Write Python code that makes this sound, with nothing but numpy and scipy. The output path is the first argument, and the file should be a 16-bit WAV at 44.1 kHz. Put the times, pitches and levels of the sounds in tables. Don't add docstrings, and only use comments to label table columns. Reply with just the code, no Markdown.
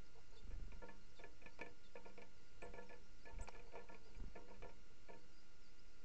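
import sys
import numpy as np
from scipy import signal
from scipy.fft import rfft, irfft, next_fast_len
from scipy.io import wavfile
from scipy.ndimage import map_coordinates

SR = 44100
rng = np.random.default_rng(int(sys.argv[2]) if len(sys.argv) > 2 else 0)


def digitize_waveform(pressure):
    field = np.atleast_2d(pressure).T
    bounded = np.clip(field, -1, 1)
    quanta = np.round(bounded * 32767).astype(np.int16)
    wavfile.write(sys.argv[1], SR, quanta)


N = 266496
TOP_HZ = 8800

# first and last beat in seconds, beats per second, strongest moment in seconds
# (held inside the burst), relative level in dB, wake relative to push in dB.
FLIGHTS = [(0.451, 0.793, 23.9, 0.52, -45.5, -11), (3.338, 3.439, 26.4, 3.6, -45, -17.5),
           (4.177, 4.294, 24.5, 4.14, -45.5, -9)]
# start and end in seconds, relative level in dB,
# seeds flicked (count before rounding).
SHUFFLES = [(0.142, 0.209, -72, 0), (0.31, 0.435, -76.5, 0.5), (3.451, 3.721, -70.5, 2),
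            (3.747, 3.866, -67, 0), (3.96, 4.309, -75, 3), (4.885, 4.93, -72.5, 0)]


def amp(db):
    return 10 ** (np.asarray(db) / 20)


def rms(x):
    return np.sqrt(np.mean(x ** 2) + 1e-24)


def along(points, hz):
    point_hz, value = np.transpose(points)
    return np.interp(np.log(hz + 1), np.log(point_hz + 1), value)


def filtered(x, response):
    m = next_fast_len(len(x) + 8192)
    spectrum = rfft(x, m) * response(np.fft.rfftfreq(m, 1 / SR))
    return irfft(spectrum, m)[:len(x)]


def noise(spectrum, size):
    x = filtered(rng.standard_normal(size), lambda hz: amp(along(spectrum, hz)))
    return x / rms(x)


def wobble(rate):
    knots = rng.standard_normal(int(N * rate / SR) + 4)
    return map_coordinates(knots, [np.arange(N) * rate / SR])


def add(track, s, sound):
    part = track[max(round(s * SR), 0):][:len(sound)]
    part += sound[:len(part)]


def background():
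    # frequency in Hz, relative level in dB.
    air_spectrum = [(6, -11), (12, 6.5), (22, 5), (40, -5), (80, -13), (160, -18), (260, -33.5),
                    (450, -23.5), (560, -35), (700, -58.5), (1500, -51.5)]
    # frequency in Hz, relative level in dB.
    hiss_spectrum = [(100, 7), (750, -3), (880, -1), (1050, -3), (1500, 0), (1800, -6.5), (2020, 2),
                     (2300, -2.5), (2600, -2), (3150, -7.5), (3900, -6), (4900, -6.5), (6000, -6.5),
                     (7500, -9.5), (8600, -14.5)]
    # centre in seconds, half width in seconds, rise in dB.
    jolts = [(2.692, 0.12, 8), (4.64, 0.076, 10.5)]
    # mean frequency in Hz, rms level in dB.
    whine_partials = [(1409.3, -82), (2818.8, -86), (4228.3, -90.5), (5638, -97.5)]
    breeze_db, stir_db, stir_s = -64.5, 4, 0.26
    flutter_hz, flutter_rad = 24.03, 0.73

    t = np.arange(N) / SR
    stirred = sum(np.exp(-np.abs(t - np.clip(t, first, last)) / stir_s) for first, last, *_ in FLIGHTS)
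    jolts_db = sum(db * np.exp(-((t - s) / width) ** 2) for s, width, db in jolts)
    low_db = breeze_db + stir_db * stirred + jolts_db + 0.32 * wobble(1.9)
    low_noise = amp(low_db) * noise(air_spectrum, size=N)
    hiss = amp(-72.5) * noise(hiss_spectrum, size=N)
    tin_murmur = amp(-76.5) * noise([(100, -3.5), (200, -1.5), (255, -6.5), (300, 2.5), (360, -3),
                                     (460, -0.5), (560, -6.5), (750, -28.5)], size=N)
    drift_rad = 0.082 * wobble(12.0) + flutter_rad * np.sin(2 * np.pi * flutter_hz * t)
    whine = sum(np.sqrt(2) * amp(db) * np.sin(2 * np.pi * hz * t + drift_rad) for hz, db in whine_partials)
    return low_noise + hiss + tin_murmur + whine


def whistles(notes, overtone_db, waver, hold):
    out, tremor = np.zeros(N + SR), wobble(300)
    for s, length, start_hz, middle_hz, end_hz, db in notes:
        u = np.linspace(0, 1, int(length * SR))
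        bend_hz = np.where(u < .5, start_hz - middle_hz, end_hz - middle_hz)
        hz = middle_hz + bend_hz * np.abs(2 * u - 1) ** hold
        shake = 1 + waver * tremor.take(int(s * SR) + np.arange(len(u)), mode="wrap")
        phase = 2 * np.pi * np.cumsum(hz * shake) / SR
        octave = amp(overtone_db) * np.sin(2 * phase) * (2 * hz < TOP_HZ)
        envelope = np.abs(np.sin(np.pi * u)) ** 0.18
        add(out, s, amp(db) * envelope * (np.sin(phase) + octave))
    return out[:N]


def twitter(count):
    chance = rng.random((count, 6))
    s = (np.arange(count) + chance[:, 0]) * N / SR / (count + 1)
    length_s = 0.039 + 0.041 * chance[:, 1]
    pitches_hz = 5000 + 900 * (2 * chance[:, 2:5] - 1)
    return np.column_stack([s, length_s, pitches_hz, -86 + 5 * chance[:, 5]])


def birds():
    # start and length in seconds, start, middle and end pitch in Hz,
    # relative level in dB.
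    song = [(.04,0.043,4420,5270,4300,-76), (.255,0.021,5230,4900,4400,-77), (.315,.03,4900,4180,4740,-77),
            (.728,.024,4850,5450,6150,-81), (.855,.025,5060,4730,4300,-78), (.955,.03,5220,5700,5500,-81),
            (1.01,0.028,4520,4150,4370,-74.5), (1.095,0.019,5760,5400,5000,-77),
            (1.205,0.03,5000,5750,6700,-77), (1.31,0.023,4560,4600,4850,-78),
            (1.515,.055,4500,4570,5240,-77), (1.68,.04,4440,5040,5300,-80), (1.92,0.036,4940,4960,5160,-77),
            (2.065,.035,5600,4920,4300,-76), (2.135,0.054,5000,5600,4500,-81),
            (2.345,0.054,5400,4900,4400,-78.5), (2.465,0.03,4700,4700,4850,-74),
            (2.86,0.039,5650,5300,4550,-76.5), (2.965,0.016,5400,5700,5130,-78),
            (3.02,.065,4900,5700,4170,-79), (3.115,0.022,4870,5310,4940,-80),
            (3.18,0.068,5240,4510,5270,-76), (3.492,0.025,4900,5400,5640,-73),
            (3.645,0.091,4430,4680,4560,-80.5), (4.035,.075,4440,4990,4330,-74),
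            (4.155,.02,4500,4940,5370,-77), (4.26,0.021,4900,4600,4650,-80), (4.3,.025,5500,4800,4600,-82),
            (4.385,0.033,5460,5700,5500,-79), (4.485,.04,4780,4980,5700,-80),
            (4.68,0.031,5840,5420,5230,-82), (4.87,.05,5300,4900,5170,-84), (5.055,.025,4490,4330,4300,-79),
            (5.155,0.021,5400,5250,5030,-85), (5.205,0.054,4700,4560,5440,-79),
            (5.328,0.053,4750,4900,5140,-75), (5.378,0.039,4900,4760,5400,-74),
            (5.53,0.037,5070,5450,5100,-78), (5.612,0.065,5600,4860,4500,-73.5),
            (5.66,0.054,4180,4830,5200,-75.5), (5.78,0.027,4640,4820,5250,-73),
            (5.865,0.056,5350,4770,5350,-77.5), (5.925,0.046,4900,4500,4450,-84),
            (5.99,.025,4900,4800,4650,-79)]
    call_shapes = {"tick": (5400, 6750, 7000), "dip": (4500, 3560, 3560), "arch": (5650, 8200, 6900)}
    # start and length in seconds, shape name, relative level in dB.
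    near_calls = [(0.306, 0.01, "tick", -74), (0.357, 0.046, "dip", -69), (1.159, .05, "dip", -69.5),
                  (1.835, 0.043, "dip", -72), (2.616, 0.038, "arch", -68.5), (2.83, 0.02, "tick", -78.5),
                  (3.409, .035, "arch", -58), (4.17, 0.015, "tick", -75.5)]
    # start, middle and end pitch in Hz.
    dip_upper_hz = (5600, 4300, 4900)
    near_echo_db, far_echo_db, trees_t60_s = -15.5, -8.5, 0.27

    far = whistles([*song, *twitter(count=70)], overtone_db=-40, waver=.018, hold=1.2)
    far *= amp(2.6 * wobble(250) - .7)

    calls = [(s, length, *call_shapes[shape], db) for s, length, shape, db in near_calls]
    upper = [(s, length, *dip_upper_hz, db - 3.5) for s, length, shape, db in near_calls if shape == "dip"]
    hoarse = amp(1.9 * wobble(1100) + 0.5)
    lower_voice = whistles(calls, overtone_db=-12.0, waver=0.012, hold=2.6)
    upper_voice = whistles(upper, overtone_db=-44, waver=.07, hold=2.1)
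    near = hoarse * (lower_voice + upper_voice)

    t = np.arange(SR // 2) / SR
    trees = rng.standard_normal(len(t)) * amp(-60 * t / trees_t60_s)
    to_trees = amp(near_echo_db) * near + amp(far_echo_db) * far
    echo = signal.fftconvolve(to_trees, trees / np.linalg.norm(trees))[:N]
    return near + far + echo


def shuffles():
    # frequency in Hz, relative level in dB.
    seed_bed = [(280, -32), (450, 20), (560, -23), (680, 1.5), (900, 1.5), (1300, -15), (2500, -35),
                (6000, -35)]
    out = np.zeros(N)
    for start, end, db, _ in SHUFFLES:
        stroke = signal.windows.tukey(int((end - start) * SR), .5)
        add(out, start, amp(db) * stroke)
    return out * amp(5.2 * wobble(45)) * noise(seed_bed, size=N)


def ring(t, lo, hi, press, scatter_db, phase_spread):
    # nominal frequency in Hz, relative level in dB, t60 in seconds.
    tin = [(195.2, -10, 1.14), (300.2, -14.5, 0.83), (321.4, -15, 0.41), (408.2, -8, .4),
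           (454, -7.5, 0.084), (486.7, 0, 0.33), (538.5, -5, 0.22), (583, -14.5, .45), (644.6, -6, 0.11),
           (690, -2.5, 0.21), (879, -11.5, 0.24), (922, -4, 0.21), (958, -11, 0.2), (1090, -19, .29),
           (1172, -19.5, 0.087), (1394, -13.5, .2), (1732, 4, 0.12), (1712, -7.5, 0.11), (1960, -16.5, .16),
           (2180, -8, .19), (2301, 6, 0.083), (2356, 1, .1), (2440, 2.5, 0.087), (2474, -1, 0.093),
           (2690, -11.5, 0.062), (2890, -10.5, 0.25), (3040, -11, 0.055), (3470, -12, 0.1)]
    hz, db, t60 = np.transpose([m for m in tin if lo <= m[0] < hi])[:, :, None]
    decay_db = -60 * np.maximum(t - press, 0) / t60
    level = amp(db + scatter_db * rng.standard_normal(hz.shape) + decay_db)
    detune = 1 + 0.004 * rng.standard_normal(hz.shape)
    cycles = hz * detune * t + phase_spread * rng.random(hz.shape)
    x = np.sum(level * np.sin(2 * np.pi * cycles), axis=0)
    swell = np.sin(np.pi / 2 * np.minimum(t / press, 1))
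    return x / rms(x[t < press + .015]) * swell


def contact(boom_db, side_db, clang_db, bright_db, press):
    # frequency in Hz, relative level in dB.
    rasp_spectrum = [(300, -6.5), (1300, -13.5), (2000, -17.5), (2450, 0), (2950, -21.5), (4000, -22),
                     (7500, -33.5)]
    # frequency in Hz, relative level in dB.
    rattle_spectrum = [(250, -11), (450, 4.5), (600, -2.5), (770, -20), (930, -7), (1200, -15.5),
                       (1750, -22), (2400, -10.5), (3000, -29.5), (6000, -40)]
    t = np.arange(SR // 3) / SR
    boom = amp(boom_db - 6) * ring(t, lo=0, hi=800, press=press, scatter_db=2.0, phase_spread=0.79)
    side = amp(side_db - 5) * ring(t, lo=800, hi=1550, press=press, scatter_db=3.5, phase_spread=0.78)
    clang = amp(clang_db - 5.0) * ring(t, lo=1550, hi=1900, press=press, scatter_db=0.0, phase_spread=0.05)
    bright = amp(bright_db - 7.5) * ring(t, lo=1900, hi=SR, press=0.00084, scatter_db=1.5, phase_spread=0.93)

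    rasp = amp(bright_db + 1.5 - 60 * t / (0.033 + 1.1 * press)) * (1 - np.exp(-t / 0.00067))
    rasp *= noise(rasp_spectrum, size=len(t))

    grains = rng.standard_normal(len(t)) * (rng.random(len(t)) < 700 / SR)
    rattle = filtered(grains, lambda hz: amp(along(rattle_spectrum, hz)))
    rattle *= amp(boom_db - 1.5 - 60 * t / 0.13) * (1 - np.exp(-t / press)) / rms(rattle)
    return boom + side + clang + bright + rasp + rattle


def taps():
    # start in seconds, relative levels in dB of floor boom, side ring,
    # wall clang and bright rim, push build-up in seconds.
    touches = [(.152,-67,-72,-87,-85,0.0034), (0.319,-67.5,-70,-93,-85,0.007),
               (.504,-67.5,-69,-76,-71,0.0053), (0.5243,-74,-83,-70,-73,.01),
               (0.7188,-65.5,-66,-73,-61,0.0079), (.819,-51,-54,-61,-68,0.0056),
               (0.885,-57,-58.5,-56,-62.5,0.0059), (1.191,-54.5,-65,-68,-65,0.0075),
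               (1.237,-57,-60.5,-55.5,-60,0.0021), (1.4171,-62,-84,-71,-63.5,0.022),
               (1.459,-64,-63,-57.5,-53.5,0.0056), (1.591,-55,-58,-83,-61,0.0019),
               (1.6113,-50.5,-58,-50,-46.5,0.006), (1.661,-56,-64.5,-60.5,-57,0.004),
               (1.954,-52,-61.5,-60,-79,0.0024), (1.967,-68,-61.5,-82,-61,0.0078),
               (2.052,-54,-58,-66.5,-62.5,0.0072), (2.095,-69,-70,-72,-65,0.0098),
               (2.1767,-53.5,-70,-70,-58.5,0.0053), (2.217,-60.5,-64,-65,-55,0.012),
               (2.6199,-48,-56.5,-57.5,-55,0.014), (2.652,-59,-71,-83,-75,0.0052),
               (2.668,-74,-62.5,-71,-63,0.0038), (2.735,-53.5,-61,-66.5,-57.5,0.0049),
               (2.761,-60,-57,-68,-70,0.016), (2.78,-53,-60,-55.5,-63,0.011), (2.822,-68,-68,-84,-66,0.011),
               (2.893,-54,-62,-60,-59.5,0.02), (2.929,-60.5,-62,-60.5,-60.5,0.0073),
               (3.253,-56,-62,-56.5,-59.5,0.029), (3.287,-66.5,-56.5,-65,-62.5,0.015),
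               (3.343,-70,-79,-85,-65.5,.006), (3.386,-55,-58.5,-64.5,-61,0.024),
               (3.42,-73,-61,-72,-64,0.016), (3.474,-65,-73,-76,-55,0.0072), (3.5231,-63,-74,-74,-66,0.019),
               (3.547,-70,-70,-60,-59.5,0.0092), (3.563,-57.5,-70,-87,-65.5,0.012),
               (3.594,-66.5,-77,-86,-61,.006), (3.719,-52.5,-66,-72,-62.5,0.026),
               (3.7531,-51.5,-59,-67,-57.5,0.0064), (3.772,-58,-65,-62.5,-63,0.023),
               (3.7926,-63,-62.5,-71,-65,0.011), (3.8869,-56.5,-57.5,-62,-63,0.012),
               (3.92,-61,-63.5,-63,-66,0.0046), (3.945,-63,-68,-70,-60,0.0037),
               (4.1461,-74,-75,-88,-62.5,0.0075), (4.3526,-48.5,-61.5,-61,-64,0.0094),
               (4.369,-59,-61,-73,-76,0.018), (4.48,-61.5,-72,-71,-70,0.0049),
               (4.501,-56,-60,-76,-69,0.0092), (4.542,-71,-71,-72,-68,0.0053),
               (4.6225,-55.5,-64,-67,-55.5,0.0054), (4.643,-54.5,-56.5,-62.5,-73,0.0049),
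               (4.692,-61.5,-68,-77,-63,0.004), (5.0846,-52.5,-62,-63,-61,0.0073),
               (5.112,-59,-61.5,-73,-82,0.033), (5.133,-67,-75,-68,-64.5,0.0059)]
    out = np.zeros(N)
    for s, *touch in touches:
        add(out, s, contact(*touch))
    return out


def snaps():
    # time in seconds, relative level in dB, relative floor knock in dB.
    husk_snaps = [(0.211, -66, -81), (1.591, -52.5, -67), (1.614, -61, -70), (3.4867, -44, -50),
                  (3.5631, -59, -64), (3.7547, -56.5, -46.5), (5.431, -68, -78)]
    # frequency in Hz, relative level in dB.
    husk = [(200, -45), (550, 17.5), (1200, 16.5), (2200, 4), (3000, 0), (4500, 4.5), (6000, 0.5),
            (8000, -9)]
    damping_t60_s = 0.079
    out, t, after = np.zeros(N), np.arange(-SR // 32, SR // 32) / SR, np.arange(SR // 8) / SR
    for s, db, knock_db in husk_snaps:
        crack = amp(db - 5.0 - 60 * np.abs(t) / np.where(t < 0, .003, .012))
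        creak = amp(db - 12 - 60 * np.abs(t) / 0.041)
        add(out, s + t[0], (crack + creak) * noise(husk, size=len(t)))
        floor = ring(after, lo=430, hi=1000, press=0.0026, scatter_db=4, phase_spread=0.86)
        add(out, s - .002, amp(knock_db - 2 - 60 * after / damping_t60_s) * floor)
    return out


def wings():
    out, t = np.zeros(N), np.arange(N) / SR
    for first, last, rate, strongest, db, wake_db in FLIGHTS:
        nearest = np.clip(strongest, first + .02, last - .02)
        nearness = np.interp(t, [first - .03, first, nearest, last, last + .025], [0, .55, 1, .42, 0])
        turn = 2 * np.pi * rate * (t - first) + 0.24 * wobble(60)
        push = np.exp(1.9 * (np.cos(turn) - 1))
        push = (push - push.mean()) / push.std()
        eddies = noise([(20, -22.0), (90, -9.5), (260, -10.5), (600, -27), (1500, -34), (6000, -58)], size=N)
        wake = amp(wake_db) * eddies * np.exp(-2.2 * (np.cos(turn - .6) + 1))
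        rumble = noise([(15, -9.5), (45, -4), (90, -4.0), (180, -18), (400, -42.0), (1500, -78)], size=N)
        buffet = amp(-12.5) * rumble
        out += amp(db - 1.5 + 1.2 * wobble(25.04)) * nearness * (push + wake + buffet)
    return out


def ticks():
    tick_db, tick_spread_db = 8.5, -1.5
    out = np.zeros(N)
    for start, end, db, seeds in SHUFFLES:
        count = round(seeds)
        for k in range(count):
            level = db + tick_db + tick_spread_db * rng.standard_normal()
            s = start + (end - start) * (k + rng.random()) / count
            add(out, s, contact(level - 4.5, level - 9.0, level - 35, level - 12.5, press=.008))
    return out


def scene():
    return (background() + birds() + shuffles() + taps() + snaps() + wings() + ticks())[None]


def record(dry):
    # frequency in Hz, gain in dB.
    roll_off = [(7300, -1), (7700, -5.5), (8000, -8), (8400, -17), (8800, -16.5)]
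    camera_rate_hz, converter_offset = 16000, .0052
    heard = filtered(dry[0], lambda hz: hz < TOP_HZ)
    mirrored = heard * (1 + 2 * np.cos(2 * np.pi * camera_rate_hz * np.arange(N) / SR))
    rolled_off = filtered(mirrored, lambda hz: amp(along(roll_off, hz)) * (hz < TOP_HZ))
    return converter_offset + rolled_off[None]


dry = scene()
out = record(dry)
digitize_waveform(out)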